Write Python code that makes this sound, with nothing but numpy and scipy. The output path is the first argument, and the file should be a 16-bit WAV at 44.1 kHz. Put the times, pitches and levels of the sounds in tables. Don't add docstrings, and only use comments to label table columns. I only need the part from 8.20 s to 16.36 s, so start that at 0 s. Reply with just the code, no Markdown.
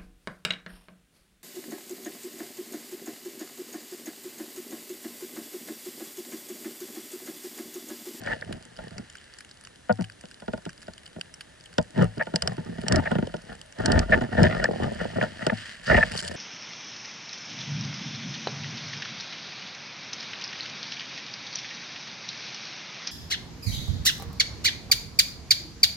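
import sys
import numpy as np
from scipy import signal
from scipy.fft import rfft, irfft, next_fast_len
from scipy.io import wavfile
from scipy.ndimage import uniform_filter1d

SR = 44100
rng = np.random.default_rng(int(sys.argv[2]) if len(sys.argv) > 2 else 0)


def to_wav(s):
    ch = np.atleast_2d(s).T
    pcm = np.round(np.clip(ch, -1, 1) * 32767)
    wavfile.write(sys.argv[1], SR, pcm.astype(np.int16))


N = 359838
TIME = np.arange(N) / SR

# centre_hz, width_hz, gain_db
SNOWPACK_MODES = [(47.6, 17, -0.5), (82.2, 20, 4), (122, 24.6, 7.5)]
# centre_hz, width_hz, gain_db
BOARD_MODES = [(141, 44, -5.5), (170.7, 29.4, 2), (223, 42, -0.5), (398.4, 89, -12.5)]
# centre_hz, width_hz, gain_db
MOUNT_MODES = [(479.6, 36, 1.5), (625.5, 64, 7), (745.5, 89, -1.5), (888, 41.5, -1.5), (1015, 43, -11),
               (1219, 92, -11.5)]
# centre_hz, width_hz, gain_db
STRUCK_CASE_MODES = [(1441, 74, 17.5), (1477, 410, 7.5), (1875, 123, 7), (2900, 600, -4.5)]
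# centre_hz, width_hz, gain_db
SHELL_MODES = [(1600, 360, 9), (2980, 210, 8), (4716, 470, 9.5), (5840, 910, -6.5), (6780, 790, -1.5),
               (8050, 2350, -1.5), (9390, 1500, -4.5)]


def effort():
    # start_s, length_s, weight_db, rub_db
    shoves = [(0.067, 0.072, -40.5, -35), (0.279, 0.069, -38.5, -58), (0.598, 0.081, -46.5, -56),
              (0.724, 0.081, -44.5, -61.5), (3.788, 0.039, -23.5, -34), (4.228, 0.098, -36, -49),
              (4.673, .03, -37.5, -41.5), (4.717, 0.07, -23, -33), (4.827, 0.13, -45, -42.5),
              (5.292, 0.037, -45.5, -47.5), (5.604, 0.22, -30.5, -37), (5.684, 0.11, -24, -30.5),
              (5.907, 0.07, -26.5, -35.5), (6.022, 0.013, -27, -39), (6.133, .05, -32, -36.5),
              (6.189, 0.076, -21, -25), (6.292, 0.16, -33.5, -34.5), (6.616, 0.048, -29.5, -38.5),
              (6.805, 0.029, -38, -36.5), (6.967, 0.0092, -29.5, -38), (7.019, 0.016, -32.5, -30.5),
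              (7.226, 0.011, -37, -33), (7.702, 0.079, -24.5, -21), (7.93, 0.023, -35.5, -45),
              (8.04, 0.12, -41.5, -44.5)]
    # time_s, level_db
    unrest = [(0.0, -41), (0.95, -64.5), (3.48, -56.5), (4.55, -41), (4.95, -37), (5.25, -50.5),
              (5.61, -56), (5.79, -39.5), (6.86, -37.5), (7.59, -55), (7.84, -36.5), (8.16, -51)]
    unrest_weight_db, unrest_rub_db = -3.5, -14
    unrest_db, = in_time(unrest)
    weights = [(s, length_s, weight_db) for s, length_s, weight_db, _ in shoves]
    rubs = [(s, length_s, rub_db) for s, length_s, _, rub_db in shoves]
    weight_db = strokes(weights, rise_db_per_s=633, fall_db_per_s=305)
    rub_db = strokes(rubs, rise_db_per_s=553, fall_db_per_s=479)
    return np.maximum(weight_db, unrest_db + unrest_weight_db), np.maximum(rub_db, unrest_db + unrest_rub_db)


def shuffling(weight_db, rub_db):
    # centre_hz, width_hz, gain_db
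    case_modes = [(1421, 93, 1), (1786, 133, 7), (1888, 100, 1.5), (2920, 93, -13)]
    full_weight_db, full_collapses_per_s = -22, 260
    density_share = .45
    per_s = full_collapses_per_s * from_db(density_share * (weight_db - full_weight_db))
    collapses = slips(per_s, spread_db=2.0)
    friction = slips(per_s=3000, spread_db=3.0)

    heave = evened(resonate(collapses, SNOWPACK_MODES, wander_db=9.5), window_s=.0077)
    heave = from_db(1.06 * weight_db) * heave
    board = evened(resonate(collapses, BOARD_MODES, wander_db=5.0), window_s=.023)
    board = from_db(weight_db) * board
    mount_push = collapses + from_db(-18) * friction
    mount = evened(resonate(mount_push, MOUNT_MODES, wander_db=4.5), window_s=.035)
    mount = from_db((weight_db + rub_db) / 2 - 1.5) * mount
    case_push = collapses + from_db(-19.5) * friction
    case = evened(resonate(case_push, case_modes, wander_db=5.5), window_s=.046)
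    case = from_db(rub_db) * case
    return heave + board + mount + case


def slumps():
    # start_s, peak_db
    slump_rows = [(5.752, -13.5), (7.752, -14.5)]
    # centre_hz, width_hz, gain_db
    slump_modes = [(47.3, 7.7, 2.5), (83.5, 35, 2.5)]
    out = np.zeros((2, N))
    for s, peak_db in slump_rows:
        thud = peak_one(resonate(blow(decay_s=.037, grit=.87), slump_modes))
        add(out, s, from_db(peak_db) * thud)
    return out


def knocks():
    # start_s, mount_db, board_over_mount_db
    knock_rows = [(0.308, -40.5, 8), (0.588, -31.5, -15), (0.793, -45.5, 13.5), (2.037, -38.5, -0.5),
                  (2.221, -38, -2), (2.280, -26, 0), (2.334, -24.5, -2), (2.376, -36.5, -7),
                  (2.462, -32.5, 3), (2.681, -33, -3.5), (2.962, -39, 6), (3.583, -13, -3.5),
                  (3.973, -35.5, 10), (4.069, -29, -6), (4.138, -24, 4), (4.38, -32, 6.5),
                  (4.458, -46.5, 14.5), (4.487, -45, 17), (4.515, -53.5, 16), (4.582, -33.5, 7.5),
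                  (4.635, -34, 7), (4.914, -18, 1), (4.953, -22.5, 6), (4.985, -25, 7.5), (5.025, -27, 7.5),
                  (5.14, -25, -1.5), (6.011, -24, -2), (7.026, -18, -5), (7.266, -16, -3.5)]
    case_rel_db, grit_rel_db = -4.5, -18
    thud_rel_db = -11
    out = np.zeros((2, N))
    for s, mount_db, heavy_db in knock_rows:
        board_db = mount_db + heavy_db
        board = peak_one(resonate(blow(decay_s=.01, grit=1.0), BOARD_MODES))
        mount = peak_one(resonate(blow(decay_s=.011, grit=.5), MOUNT_MODES))
        case = peak_one(resonate(blow(decay_s=.0047, grit=1.0), STRUCK_CASE_MODES))
        thud = peak_one(resonate(blow(decay_s=.013, grit=.6), SNOWPACK_MODES))
        low = from_db(board_db) * board + from_db(board_db + thud_rel_db) * thud
        high = from_db(mount_db) * mount + from_db(mount_db + case_rel_db) * case
        add(out, s, low + high)
        add(out, s, from_db(mount_db + grit_rel_db) * tick(decay_s=.0044))
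    return out


def judders():
    # start_s, length_s, slips_per_s, board_db, mount_db
    judder_rows = [(1.694, .022, 205, -18.5, -14), (1.786, .03, 185, -20.5, -31),
                   (3.773, .062, 182, -12.5, -29), (6.208, .02, 140, -10, -38),
                   (7.319, .011, 222, -19, -26)]
    # centre_hz, width_hz, gain_db
    free_board_modes = [(107, 9, 10), (247, 6.7, -10), (756, 11, -8)]
    case_rel_db, ring_on_rel_db = -6.5, -10
    fade_db = 7
    soft_board_hz, soft_mount_hz = 260, 1700
    out, size = np.zeros((2, N)), SR // 3
    for s, length_s, per_s, board_db, mount_db in judder_rows:
        count = int(length_s * per_s) + 1
        at_s = np.abs(np.arange(count) + rng.normal(0, .08, count)) / per_s
        force_db = rng.normal(0, 2, (2, count)) - fade_db * at_s / length_s
        run = np.zeros((2, size))
        run[:, (at_s * SR).astype(int)] = from_db(force_db)
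        decay = signal.lfilter([1], [1, -np.exp(-1 / (.0015 * SR))], run)
        crumbling = decay * rng.standard_normal((2, size))
        gritty = cushioned(run + from_db(-17) * crumbling, soft_mount_hz)

        board = peak_one(resonate(cushioned(run, soft_board_hz), BOARD_MODES))
        mount = peak_one(resonate(gritty, MOUNT_MODES))
        case = peak_one(resonate(gritty, STRUCK_CASE_MODES))
        upper = mount + from_db(case_rel_db) * case
        add(out, s, from_db(board_db) * board + from_db(mount_db) * upper)

        release = np.tile(signal.unit_impulse(size), (2, 1))
        ring_on = peak_one(resonate(release, free_board_modes))
        add(out, s + at_s[-1], from_db(board_db + ring_on_rel_db) * ring_on)
    return out


def creaks():
    # start_s, pop_peak_db
    creak_rows = [(2.986, -36.5), (3.825, -19), (5.073, -29.5), (6.488, -19), (6.510, -20.5),
                  (6.533, -26.5), (6.559, -27), (6.6, -23), (6.658, -30), (6.680, -27.5), (6.718, -24.5),
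                  (6.813, -23.5), (6.853, -22.5), (6.984, -19)]
    # centre_hz, width_hz, gain_db
    pop_modes = [(540, 194, 0)]
    board_rel_db = -6.5
    out = np.zeros((2, N))
    for s, peak_db in creak_rows:
        push = blow(decay_s=.008, grit=.35)
        pop = peak_one(resonate(push, pop_modes))
        board = peak_one(resonate(push, BOARD_MODES))
        add(out, s, from_db(peak_db) * (pop + from_db(board_rel_db) * board))
    return out


def squeaks():
    # start_s, wall_rms_db, length_s, roughness_0_to_1
    squeak_rows = [(0.071, -27.5, 0.0047, .8), (0.113, -27, 0.016, 0.32), (0.221, -30.5, 0.0043, 0.56),
                   (3.994, -30, 0.033, 0.86), (4.01, -16, 0.003, 0.3), (4.855, -29, 0.023, 0.73),
                   (5.921, -15, 0.027, 0.56), (6.441, -17, 0.0036, 1), (6.454, -16.5, 0.0044, 0.11),
                   (7.012, -22.5, 0.0045, 0.7), (7.296, -22, 0.0058, .8), (7.709, -19.5, 0.014, 0.83),
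                   (7.731, -26, 0.018, 0.35), (7.778, -18, 0.01, 0.9), (7.808, -22, 0.013, 0.2),
                   (7.827, -12.5, 0.008, 0.25)]
    wall_hz, wall_width_hz, ring_s = 1770, 120, .002
    out, t = np.zeros((2, N)), TIME[:SR // 12]
    note = np.sin(2 * np.pi * wall_hz * t)
    for s, rms_db, length_s, rough in squeak_rows:
        run = slips(per_s=6800, spread_db=1.5, size=len(t))
        rasp = evened(resonate(run, [(wall_hz, wall_width_hz, 0)]), window_s=.015)
        onset = 1 - np.exp(-2 * t / ring_s)
        grip = onset * np.exp(-np.maximum(t - length_s, 0) / ring_s)
        wall = rms_one(((1 - rough) * note + rough * rasp) * grip)
        mount = rough * from_db(-3.0) * rms_one(resonate(run * (t < length_s), MOUNT_MODES))
        to_length = np.sqrt(length_s / t[-1])
        add(out, s, from_db(rms_db) * (wall + mount) * to_length)
    return out


def snaps():
    # start_s, level_db
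    snap_rows = [(3.5818, -17), (4.1588, -8.5), (4.2214, -11.5), (4.2743, -10), (4.682, -11), (4.7225, -9),
                 (4.759, -12), (5.659, -8.5), (5.7188, -12), (5.7915, -11.5), (6.231, -13), (6.4409, -14.5),
                 (7.2661, -15)]
    ring_hz, scatter_hz, ring_width_hz = 5170, 260, 220
    jolt_rel_db = -8
    out, t = np.zeros((2, N)), TIME[:SR // 25]
    envelope = np.exp(-(t / .0026) ** 4) + from_db(-2.0) * np.exp(-t / .0035)
    for s, level_db in snap_rows:
        own_hz = rng.normal(ring_hz, scatter_hz)
        crack = rng.standard_normal((2, len(t))) * envelope
        shell = rms_one(resonate(crack, SHELL_MODES))
        ring = from_db(-5.0) * rms_one(resonate(crack, [(own_hz, ring_width_hz, 0)]))
        jolt = rms_one(resonate(crack, BOARD_MODES) + resonate(crack, MOUNT_MODES))
        add(out, s, from_db(level_db - 23) * (shell + ring + from_db(jolt_rel_db) * jolt))
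    return out


def snow_grains():
    # start_s, peak_db
    large_grains = [(0.3254, -27), (0.7807, -27.5), (0.9532, -33), (1.186, -33), (1.206, -32.5),
                    (1.3114, -37), (1.449, -34), (1.8416, -31.5), (2.01, -35.5), (2.4925, -30),
                    (2.6287, -35), (3.14, -32), (3.2083, -27.5), (3.459, -37), (3.823, -25), (7.9762, -17),
                    (7.991, -22.5), (8.078, -21)]
    # time_s, grains_per_s, median_peak_db
    flying_snow = [(7.89, 27, -40.5), (7.97, 560, -30.5), (8.16, 140, -39)]
    out = np.zeros((2, N))
    for s, peak_db in large_grains:
        add(out, s, from_db(peak_db) * tick(decay_s=.0033))
    per_s, size_db = in_time(flying_snow)
    for i in np.flatnonzero(rng.random(N) < per_s / SR):
        peak_db = size_db[i] + rng.normal(0, 5.1)
        add(out, i / SR, from_db(peak_db) * tick(decay_s=.0013))
    return out


def glove():
    # start_s, length_s, level_db
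    brushes = [(7.662, 0.015, -38.5)]
    threads = slips(per_s=30000, spread_db=1)
    gain = from_db(strokes(brushes, rise_db_per_s=3000, fall_db_per_s=88))
    return gain * rms_one(resonate(threads, SHELL_MODES[:3]))


def jacket(rub_db):
    # start_s, length_s, level_db
    sweeps = [(0.85, .3, -58), (6.55, 1, -49.5), (7.36, 0.14, -43), (7.69, 0.19, -41), (7.95, 0.29, -59)]
    # frequency_hz, relative_level_db
    fabric_colour = [(500, -20), (1100, -12.5), (1800, 5.5), (2400, -7), (2950, -1.5), (3700, -12.5),
                     (4700, -5), (6000, -16.5), (8200, -17.5), (11000, -29)]
    full_rub_db, full_drag_db = -30, -43.5
    drag_share = .44
    dragged = from_db(full_drag_db + drag_share * (rub_db - full_rub_db))
    swept = from_db(strokes(sweeps, rise_db_per_s=194, fall_db_per_s=88))
    threads = slips(per_s=12000, spread_db=4.5)
    return np.hypot(dragged, swept) * coloured(threads, fabric_colour)


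def hiss():
    # frequency_hz, relative_level_db
    hiss_colour = [(25, -2), (60, 12.5), (180, 7.5), (620, -2.5), (1100, -4.5), (1750, 1.5), (2400, -7),
                   (4700, -7.5), (11000, -12)]
    rms_db = -56.5
    return from_db(rms_db) * coloured(rng.standard_normal((2, N)), hiss_colour)


def ports(paths):
    # frequency_hz, left_lead_rad, likeness_0_to_1
    port_rows = [(50, -.6, .9), (200, -.7, .9), (310, -1.2, .65), (450, -2.2, .78), (680, -1.8, .7),
                 (1000, -1.8, .45), (1450, 0, .85), (1800, 0, .98), (2400, .3, .65), (2950, 1.4, .8),
                 (3700, 2.4, .35), (4700, .1, .92), (6200, 0, .4), (7400, -1.4, .5), (11000, -1, .1)]
    size = next_fast_len(N + SR // 10)
    hz = np.arange(size // 2 + 1) * SR / size
    lead_rad = at_hz(port_rows, hz, column=1)
    alike = np.clip(at_hz(port_rows, hz, column=2), 0, .99)
    common, opposed = rfft(paths, size)
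    sides = np.array([[1], [-1]])
    pair = np.sqrt(1 + alike) * common + sides * np.sqrt(1 - alike) * opposed
    pair = pair * np.exp(.5j * sides * lead_rad)
    return irfft(pair / np.sqrt(1 + alike * np.cos(lead_rad)), size)[:, :N]


def slips(per_s, spread_db, size=N):
    happens = rng.random(size) < per_s / SR
    force = happens * from_db(spread_db * np.minimum(rng.exponential(1, size), 4))
    return force * rng.standard_normal((2, size))


def burst(decay_s, size):
    return rng.standard_normal((2, size)) * np.exp(-np.arange(size) / SR / decay_s)


def blow(decay_s, grit):
    push = grit * burst(decay_s, size=SR // 5) / np.sqrt(decay_s * SR / 2)
    push[0, 0] += 1
    return push


def tick(decay_s):
    spot = [(hz, width_hz, db + rng.normal(0, 4.9)) for hz, width_hz, db in SHELL_MODES]
    return peak_one(resonate(burst(decay_s, size=SR // 50), spot))


def cushioned(push, hz):
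    return signal.sosfilt(signal.butter(2, hz, fs=SR, output="sos"), push + 1e-18)


def resonate(x, modes, wander_db=None):
    out = 0
    for k, (hz, width_hz, db) in enumerate(modes):
        r = np.exp(-np.pi * width_hz / SR)
        push = x if wander_db is None else x * wander(wander_db, x.shape[-1])
        zeros = [(1 - r * r) / 2, 0, (r * r - 1) / 2]
        poles = [1, -2 * r * np.cos(2 * np.pi * hz / SR), r * r]
        out = out + (-1) ** k * from_db(db) * signal.lfilter(zeros, poles, push + 1e-18)
    edges_hz = [modes[0][0] * .65, min(modes[-1][0] * 1.5, .45 * SR)]
    return signal.sosfilt(signal.butter(2, edges_hz, "band", fs=SR, output="sos"), out)


def wander(depth_db, size):
    steps = np.arange(size) * 30 / SR
    count = int(steps[-1]) + 2
    return np.interp(steps, np.arange(count), from_db(rng.normal(0, depth_db, count)))


def evened(x, window_s):
    size = max(int(window_s * SR), 2)
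    power = uniform_filter1d(uniform_filter1d(x ** 2, size), size)
    return x / np.sqrt(np.abs(power) + 1e-4 * np.mean(x ** 2))


def coloured(x, spectrum):
    size = next_fast_len(N)
    hz = np.arange(size // 2 + 1) * SR / size
    return rms_one(irfft(rfft(x, size) * from_db(at_hz(spectrum, hz)), size)[:, :N])


def strokes(rows, rise_db_per_s, fall_db_per_s):
    t = TIME[::32]
    levels_db = []
    for s, length_s, db in rows:
        before_s, after_s = np.maximum(s - t, 0), np.maximum(t - s - length_s, 0)
        levels_db.append(db - rise_db_per_s * before_s - fall_db_per_s * after_s)
    return np.interp(TIME, t, np.max(levels_db, axis=0))


def in_time(rows):
    s, *columns = np.transpose(rows)
    return [np.interp(TIME, s, column) for column in columns]


def at_hz(points, hz, column=1):
    points = np.array(points)
    return np.interp(np.log(hz + 1), np.log(points[:, 0]), points[:, column])


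def from_db(db):
    return 10 ** (np.asarray(db) / 20)


def rms_one(x):
    return x / np.sqrt(np.mean(x ** 2, axis=-1, keepdims=True) + 1e-20)


def peak_one(x):
    return x / np.abs(x).max(axis=-1, keepdims=True)


def add(out, s, sound):
    start = max(round(s * SR), 0)
    out[:, start:start + sound.shape[1]] += sound[:, :max(N - start, 0)]


def scene():
    weight_db, rub_db = effort()
    snow_and_board = shuffling(weight_db, rub_db) + slumps() + knocks() + judders() + creaks()
    plastic = squeaks() + snaps() + snow_grains() + glove()
    return ports(snow_and_board + plastic + jacket(rub_db) + hiss())


def record(dry):
    cutoff_hz = 11100
    low_pass = signal.ellip(10, .2, 70, cutoff_hz, fs=SR, output="sos")
    return signal.sosfilt(low_pass, np.tanh(dry))


dry = scene()
out = record(dry)
to_wav(out)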